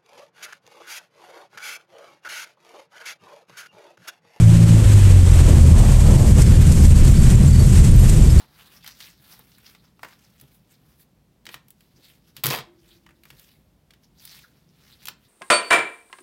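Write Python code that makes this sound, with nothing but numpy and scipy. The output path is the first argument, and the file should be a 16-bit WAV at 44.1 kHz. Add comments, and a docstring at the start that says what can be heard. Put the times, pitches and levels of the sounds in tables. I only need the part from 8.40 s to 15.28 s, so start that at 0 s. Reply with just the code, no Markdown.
"""Sheets of paper slide and flick about on a craft table, close by in a small quiet room with a low rumble.
Strokes are filtered fibre clicks; hands bump the mat, and a steel ruler taps and clatters as it is handled.
A strip is ripped off along the ruler's edge: dense clicks of snapping fibres drive the sheet's resonances,
strong bunches snap in noise bursts, and a few decaying sines leave a faint ring.
Paper handling goes on afterwards, with a short falling chirp as a card's edge drags off the pile."""
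import sys
import numpy as np
from scipy import signal
from scipy.fft import rfft, irfft, next_fast_len
from scipy.io import wavfile
from scipy.ndimage import uniform_filter1d

SR = 44100
rng = np.random.default_rng(int(sys.argv[2]) if len(sys.argv) > 2 else 0)


def file_out(sig):
    """Save sig as 16-bit WAV at sys.argv[1]."""
    # one column per channel
    cols = np.atleast_2d(sig).T
    # limit, then scale
    lim = np.clip(cols, -1, 1)
    pcm = np.round(lim * 32767).astype(np.int16)
    wavfile.write(sys.argv[1], SR, pcm)


N = 303532
TIME = np.arange(N) / SR


def amp(db):
    """Turn decibels into a linear gain."""
    return 10 ** (np.asarray(db) / 20)


def unit(x):
    """Scale to rms 1."""
    return x / np.sqrt(np.mean(x ** 2))


def lookup(points, hz):
    """Read (Hz, value) points on a log-frequency axis."""
    f, value = np.transpose(points)
    return np.interp(np.log(np.maximum(hz, 1)), np.log(f), value)


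def colour(x, points, size=4096):
    """Causal minimum-phase filter with the given (Hz, dB) shape; white noise keeps its power."""
    cepstrum = irfft(np.log(amp(lookup(points, np.fft.rfftfreq(size, 1 / SR)))))
    # folding the cepstrum onto positive time makes the filter causal
    cepstrum[1:size // 2] *= 2
    cepstrum[size // 2 + 1:] = 0
    response = irfft(np.exp(rfft(cepstrum)))
    response = response / np.linalg.norm(response)
    return signal.fftconvolve(x, response)[:len(x)]


def resonate(x, hz, width):
    """One resonance, gain 1 at its centre."""
    centre = min(hz, SR / 2 - 1)
    sharpness = hz / min(width, SR / 4)
    b, a = signal.iirpeak(centre, sharpness, SR)
    return signal.lfilter(b, a, x)


def walk(rate):
    """Smooth random drift, rms 1, that takes a new direction about `rate` times a second."""
    hold = max(int(SR / rate), 1)
    steps = np.repeat(rng.standard_normal(N // hold + 1), hold)
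    return unit(uniform_filter1d(steps, hold)[:N])


def grains(rate, spread_db):
    """Random clicks of either sign, a few much larger than the rest; rms 1."""
    size = amp(spread_db * np.minimum(rng.exponential(size=N), 4))
    struck = rng.random(N) < rate / SR
    return unit(struck * size * rng.choice([-1, 1], N))


def add(track, s, sound):
    """Mix a sound into a track at time s."""
    i = max(int(s * SR), 0)
    track[i:i + len(sound)] += sound[:N - i]


# broad resonance of a loose sheet: frequency_ratio (multiple of its resonance), level_db
SHEET_BODY_COLOUR = [(.1, -24), (.35, -13), (.6, -9), (.83, -5), (1.1, -5.5), (1.6, -9.5), (2.6, -19),
                     (5, -26), (12, -44.5)]


def sheet_body(x, hz):
    """A broad resonance of a loose sheet, rms 1; the stiffer it is held, the higher it lies."""
    return unit(colour(x, [(ratio * hz, db) for ratio, db in SHEET_BODY_COLOUR]))


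def flex(x, rate, depth_db):
    """A bending sheet radiates unevenly: every half octave swells and fades on its own; rms 1."""
    size = next_fast_len(N)
    spectrum, out = rfft(x, size), 0
    octave = np.log2(np.clip(np.fft.rfftfreq(size, 1 / SR), 500, 16000) / 500)
    for band in range(11):
        # neighbouring bands crossfade
        share = np.maximum(1 - np.abs(2 * octave - band), 0)
        out = out + irfft(spectrum * share, size)[:N] * amp(depth_db * walk(rate))
    return unit(out)


# tone balance of the quiet room: frequency_hz, level_db (per Hz)
ROOM_TONE_COLOUR = [(18, -34.5), (30, -23.5), (50, -1), (90, -8), (150, -1), (215, -6), (270, -11),
                    (380, -15.5), (800, -22.5), (1500, -30), (4000, -32.5), (8800, -38.5), (12500, -36.5),
                    (16000, -39)]
ROOM_TONE_DB = -61


def room_tone():
    """Steady low rumble with a faint hiss, from coloured noise."""
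    return amp(ROOM_TONE_DB) * unit(colour(rng.standard_normal(N), ROOM_TONE_COLOUR))


# strokes of paper or ruler over paper: peak_s, length_s, friction_db,
# hiss_db (fine hiss against friction), sheet_hz (sheet resonance)
SLIDE_STROKES = [ (.004, .14, -57, -10, 940), (0.118, 0.28, -64.5, -2.5, 1350),
                 (0.211, 0.14, -54, -2, 1360), (0.274, 0.036, -56, -2, 1500),
                 (0.348, 0.17, -56, -0.5, 1450), (0.484, .13, -46.5, -7, 1850),
                 (.645, .21, -47.5, -3, 1950), (0.837, 0.13, -61, 1.5, 1600), (0.928, 0.17, -53.5, 2, 1450),
                 (1.095, 0.54, -66, 2.5, 1600), (1.282, 0.24, -58.5, 0, 1560), (1.453, 0.12, -65, -7, 1350),
                 (1.696, 0.21, -58, -4, 1900), (1.83, 0.084, -60, -6, 1770), (2, 0.95, -67.5, -1.5, 1650),
                 (2.148, .1, -83, 22, 1500), (2.329, 0.078, -61, -1, 1800), (2.507, 0.3, -71, 4.5, 1170),
                 (2.611, 0.062, -62, 9, 1760), (3.129, 0.093, -55, 3, 1900), (3.437, 0.26, -73, 3, 2200),
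                 (3.682, 0.28, -54.5, -5, 2400), (3.887, .1, -65.5, 0.5, 1700),
                 (3.987, 0.077, -55, 0, 1800), (4.509, 0.31, -61.5, -2.5, 1830),
                 (5.018, 0.47, -61, 1.5, 1850), (5.641, .06, -65, 0, 2140), (5.846, 0.14, -60.5, 3.5, 1900),
                 (5.949, 0.31, -51, -2, 1950), (6.18, 0.18, -70, -4, 1400), (6.487, 0.42, -60, -3.5, 1650),
                 (6.632, 0.056, -53, -2, 1810), (6.855, 0.17, -66, -1, 1900)]
# tone balance of rubbing friction: frequency_hz, level_db
FRICTION_COLOUR = [(300, -32.5), (900, -20.5), (1900, -5), (3600, 3), (5200, 0.5), (7500, -9),
                   (16000, -18.5)]
# bright fibre noise, also used for crackle and cracks: frequency_hz, level_db
FIBRE_HISS_COLOUR = [(3000, -21.5), (7500, -8.5), (10000, -2), (12500, 2.5), (16000, 0.5)]
RISE_SHARE = 0.51  # part of a stroke spent speeding up
# body against friction: slacker sheets lie lower and sound fuller
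SHEET_HZ, SHEET_DB, SHEET_DB_PER_OCTAVE = 1710, -6.5, -10.5
# stray creases that click while a sheet moves
CREASES_PER_S, CREASE_DB, CREASE_HZ = 94, -12, 2500


def sliding():
    """Fibres catch and slip as sheets rub; each stroke swells and fades while the contact comes and goes."""
    out = np.zeros(N)
    contact = amp(1.6 * walk(130))
    slips = grains(2600, 3.2) * contact
    friction = flex(colour(slips, FRICTION_COLOUR), 36, depth_db=4.5)
    hiss = unit(colour(grains(9000, 2.2) * contact, FIBRE_HISS_COLOUR))
    catches = grains(1500, 2.4) * contact
    creases = amp(CREASE_DB) * sheet_body(grains(CREASES_PER_S, 2.2), CREASE_HZ)
    for peak, length, db, hiss_db, hz in SLIDE_STROKES:
        rise = length * RISE_SHARE
        fall = length - rise
        span = slice(max(int((peak - 2 * rise) * SR), 0), int((peak + 2 * fall) * SR))
        away = np.interp(TIME[span] - peak, [-2 * rise, 0, 2 * fall], [2, 0, 2])
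        speed = np.exp(-2.3 * away ** 1.36)  # about 20 dB down at each end of the stroke's length
        body_db = SHEET_DB + SHEET_DB_PER_OCTAVE * np.log2(hz / SHEET_HZ)
        body = amp(body_db) * sheet_body(catches[span], hz)
        stroke = friction[span] + creases[span] + amp(hiss_db) * hiss[span] + body
        out[span] += amp(db) * speed * stroke
    return out


# echo decay time: frequency_hz, t60_s
ECHO_T60 = [(150, 0.12), (1000, 0.33), (4000, 0.24), (15000, 0.076)]
# echo against direct sound: frequency_hz, level_db
ECHO_COLOUR = [(100, -2), (1000, -8), (4000, -12), (8000, -6.5), (15000, -13)]


def room(x, size=22050):
    """Diffuse echo of a small room, building over a few ms; the middle outlasts the bass and treble."""
    age, hz = np.arange(size) / SR, np.fft.rfftfreq(size, 1 / SR)
    noise, response = rfft(rng.standard_normal(size)), 0
    for low in 70 * 2 ** np.arange(8):  # octave bands
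        centre = low * np.sqrt(2)
        fade = amp(-60 * age / lookup(ECHO_T60, centre)) * (1 - np.exp(-age / 0.002))
        band = irfft(noise * (hz >= low) * (hz < 2 * low), size)
        level = amp(lookup(ECHO_COLOUR, centre))
        response = response + band * fade / np.linalg.norm(fade) * level
    return signal.fftconvolve(x, response)[:N]


def ticks(rows, body_t60_s, crack_t60_s, size=8192):
    """Each snap, flick or tap is a bright crack and a broad sheet resonance that crinkles on briefly."""
    out, age = np.zeros(N), np.arange(size) / SR
    for s, body_db, hz, crack_db in rows:
        body_noise, crack_noise, crease_noise = rng.standard_normal((3, size))
        # the blow is dense; the creases that settle after it are sparse, uneven clicks
        body_blow = body_noise * amp(-60 * age / body_t60_s)
        crack_blow = crack_noise * amp(-60 * age / crack_t60_s)
        crinkle = unit(crease_noise ** 5) * amp(-60 * age / .11)
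        body = sheet_body(body_blow + amp(-15) * crinkle, hz)
        crack = colour(crack_blow + amp(-30.5) * crinkle, FIBRE_HISS_COLOUR)
        add(out, s, amp(body_db) * body / np.linalg.norm(body) + amp(crack_db) * crack / np.linalg.norm(crack))
    return out


# sheets buckle or flick: start_s, body_db (energy), body_hz, crack_db (energy)
PAPER_FLICKS = [(.444, -21.5, 2090, -24), (.463, -16.5, 3540, -27), (.4761, -15.5, 3800, -15.5),
                (.604, -16, 2920, -25), (.641, -25, 2880, -36), (.993, -28.5, 1010, -23),
                (1.1177, -32, 3200, -50), (1.183, -33, 1560, -28), (1.349, -25.5, 2400, -38),
                (1.593, -28.5, 1340, -40), (1.6316, -8.5, 1370, -24), (1.647, -16.5, 1314, -28),
                (1.725, -27.5, 1690, -42), (3.966, -16.5, 3330, -18), (4.664, -25.5, 1665, -41),
                (4.6902, -29.5, 1930, -42.5), (4.707, -32.5, 1680, -45), (5.8523, -29, 4500, -14.5)]


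def flicks():
    """Sheets buckle or flick against the pile, with a short body and a shorter crack."""
    return ticks(PAPER_FLICKS, body_t60_s=0.04, crack_t60_s=.018)


# hands and ruler bump the table: start_s, peak_db (of the table's tone), rumble_db (against that tone)
TABLE_BUMPS = [(1.635, -59.5, 6.5), (2.015, -49, -7), (3.07, -58.5, 4), (3.143, -51.5, -7), (3.569, -61, 3),
               (3.97, -49, -10), (4.038, -31, -5), (4.068, -25.5, -21), (4.182, -40, -14),
               (4.912, -51, -13.5), (6.678, -58.5, 1.5)]
TABLE_HZ, BUMP_SWELL_S = 136.6, .018


def bumps(size=12000):
    """A soft push swells and dies in the table's lowest mode, with a dull rumble above it."""
    out, age = np.zeros(N), np.arange(size) / SR
    push = (age / BUMP_SWELL_S * np.exp(1 - age / BUMP_SWELL_S)) ** 2
    tone = np.sin(2 * np.pi * TABLE_HZ * age)
    for s, db, rumble_db in TABLE_BUMPS:
        rumble = unit(resonate(resonate(rng.standard_normal(size), 286.3, 260), 290, 350))
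        add(out, s, amp(db) * push * (tone + amp(rumble_db) * rumble))
    return out


# the ruler taps and clatters: start_s, body_db (energy), body_hz, crack_db (energy)
RULER_TAPS = [(1.999, -30.5, 4000, -33), (2.012, -32, 2720, -20.5), (3.0544, -24.5, 3400, -27),
              (3.0661, -13.5, 2720, -33), (3.09, -15.5, 2200, -31), (3.1422, -11, 2330, -19),
              (3.283, -37, 3300, -28), (3.305, -34, 3500, -20.5), (3.407, -34, 2900, -33.5),
              (4.8355, -29, 2600, -30), (4.8536, -26.5, 1980, -29), (4.903, -20.5, 2850, -26),
              (4.996, -29, 3810, -24), (5.5066, -27, 2900, -42), (5.5364, -30.5, 2860, -38.5),
              (6.6552, -16.5, 3520, -10.5), (6.6705, -12.5, 4210, -17.5), (6.684, -7, 3040, -8)]


def taps():
    """The ruler taps and clatters as it is gripped, lifted and laid down."""
    return ticks(RULER_TAPS, body_t60_s=0.028, crack_t60_s=.02)


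# tone balance of the tearing rasp: frequency_hz, level_db
RASP_COLOUR = [(60, -22), (110, 5), (200, 3), (380, -2.5), (520, 2.5), (680, -7.5), (1100, -6),
               (1500, -6.5), (2200, -2), (2900, -4.5), (4000, 0), (5500, -12.5), (7500, -23),
               (16000, -27.5)]
# resonances of the taut sheet: frequency_hz, width_hz, level_db
TAUT_SHEET_MODES = [(516, 35, -1), (697, 13, 2.5), (1022, 38, 9), (1217, 33, -1), (1348, 10, -8),
                    (1880, 67, -3.5), (2250, 70, -1.5), (2515, 20, -10), (3170, 76, -0.5),
                    (3730, 340, -9.5), (4580, 160, -1.5), (5470, 38, -6)]
# the pull builds from the first snap, eases near the end of the edge and is gone when the strip comes free
RIP_START_S, RIP_ATTACK_S, RIP_BUILD_S, RIP_EASE_S = 4.036, .002, 0.091, 0.057
PULL_START_DB, PULL_PEAK_DB, PULL_END_DB, RELEASE_DB_PER_S = -35, -29.5, -36, 375
# crackle in the mix: its level at the first snap, its fall while tearing, its extra fall once free
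CRISP_DB, DULLING_DB_PER_S, FREE_DULLING_DB_PER_S = -2.5, 16.5, 500


def rip():
    """Fibres break in bunches along the ruler's edge and shake the taut sheet."""
    age = np.maximum(TIME - RIP_START_S, 0)
    length = RIP_BUILD_S + RIP_EASE_S
    free = np.maximum(age - length, 0)  # time since the strip came free
    pull_db = np.interp(age, [0, RIP_BUILD_S, length], [PULL_START_DB, PULL_PEAK_DB, PULL_END_DB])
    pull = np.minimum(age / RIP_ATTACK_S, 1) * amp(pull_db - RELEASE_DB_PER_S * free)
    crisp_db = CRISP_DB - DULLING_DB_PER_S * age - FREE_DULLING_DB_PER_S * free
    bunches = unit(amp(3.4 * walk(520)))
    breaks = grains(5000, 1.8) * bunches
    rasp = flex(colour(breaks, RASP_COLOUR), 170, depth_db=2.5)
    sheet = sum(amp(db) * resonate(breaks, hz, width) for hz, width, db in TAUT_SHEET_MODES)
    crackle = colour(grains(4000, 3.9) * bunches, FIBRE_HISS_COLOUR)
    return pull * (amp(-0.5) * rasp + amp(-6.5) * unit(sheet) + amp(crisp_db) * crackle)


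# faint tones after the rip: pitch_hz, level_db (against one another), t60_s
RING_TONES = [(336, -11, 8.4), (356, -6.5, 2.2), (495, -5, .5), (610, -10, 1.6)]


def ring():
    """A few low, wavering tones hang on after the rip and die away as the ruler is lifted."""
    age = np.maximum(TIME - RIP_START_S, 0)
    tones = np.zeros(N)
    for hz, db, t60 in RING_TONES:
        level = amp(db - 60 * age / t60 + 3.3 * walk(27))
        tones += level * np.sin(2 * np.pi * hz * age + walk(28))
    held = np.interp(TIME, [4.82, 4.95], [1, 0])
    return amp(-50) * (age > 0) * held * tones


# strong bunches of fibres snap in the rip: start_s, body_db (energy), body_hz, crack_db (energy)
FIBRE_SNAPS = [(4.0368, -7, 2200, 0.5), (4.0399, 0, 3000, 3.5), (4.047, -9, 3600, -2),
               (4.0585, -3.5, 1600, 2.5), (4.0656, -9.5, 2780, 0), (4.0678, -3.5, 2800, 7),
               (4.1036, -3, 4300, -17.5), (4.1126, -3.5, 1501, -8.5), (4.1322, -4, 1400, -5),
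               (4.1387, -0.5, 1110, -10), (4.187, -10, 1510, -25)]


def snaps():
    """Strong bunches of fibres let go at once, each a very short crack and thump of the sheet."""
    return ticks(FIBRE_SNAPS, body_t60_s=.009, crack_t60_s=0.0034)


# the scuff's loudest moment, level, pitch at that moment, and time to swell or fade by a factor e
SCUFF_S, SCUFF_DB, SCUFF_HZ, SCUFF_LENGTH_S = 6.045, -54, 1590, 0.011
SCUFF_FALL_OCTAVES = 0.17  # pitch fall over each SCUFF_LENGTH_S


def scuff():
    """A card's edge is dragged off the pile: a short, rough chirp that falls as it slows."""
    progress = np.clip((TIME - SCUFF_S) / SCUFF_LENGTH_S, -4, 4)
    pitch_hz = SCUFF_HZ * 2 ** (-SCUFF_FALL_OCTAVES * progress)
    phase = 2 * np.pi * np.cumsum(pitch_hz) / SR
    # random drift on both quadratures roughens the tone
    chirp = unit(walk(600) * np.sin(phase) + walk(600) * np.cos(phase))
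    return amp(SCUFF_DB) * np.exp(-progress ** 2) * chirp


def scene():
    """Paper and ruler close by in the room, over the table's bumps, the ring and the room's rumble."""
    paper = sliding() + flicks() + taps() + rip() + snaps() + scuff()
    return (paper + room(paper) + bumps() + ring() + room_tone())[None]


TOP_HZ = 16100


def record(dry):
    """The recorder cuts the top with a steep low-pass."""
    low_pass = signal.ellip(10, .2, 80, TOP_HZ, fs=SR, output="sos")
    return signal.sosfilt(low_pass, dry)


dry = scene()
out = record(dry)
file_out(out)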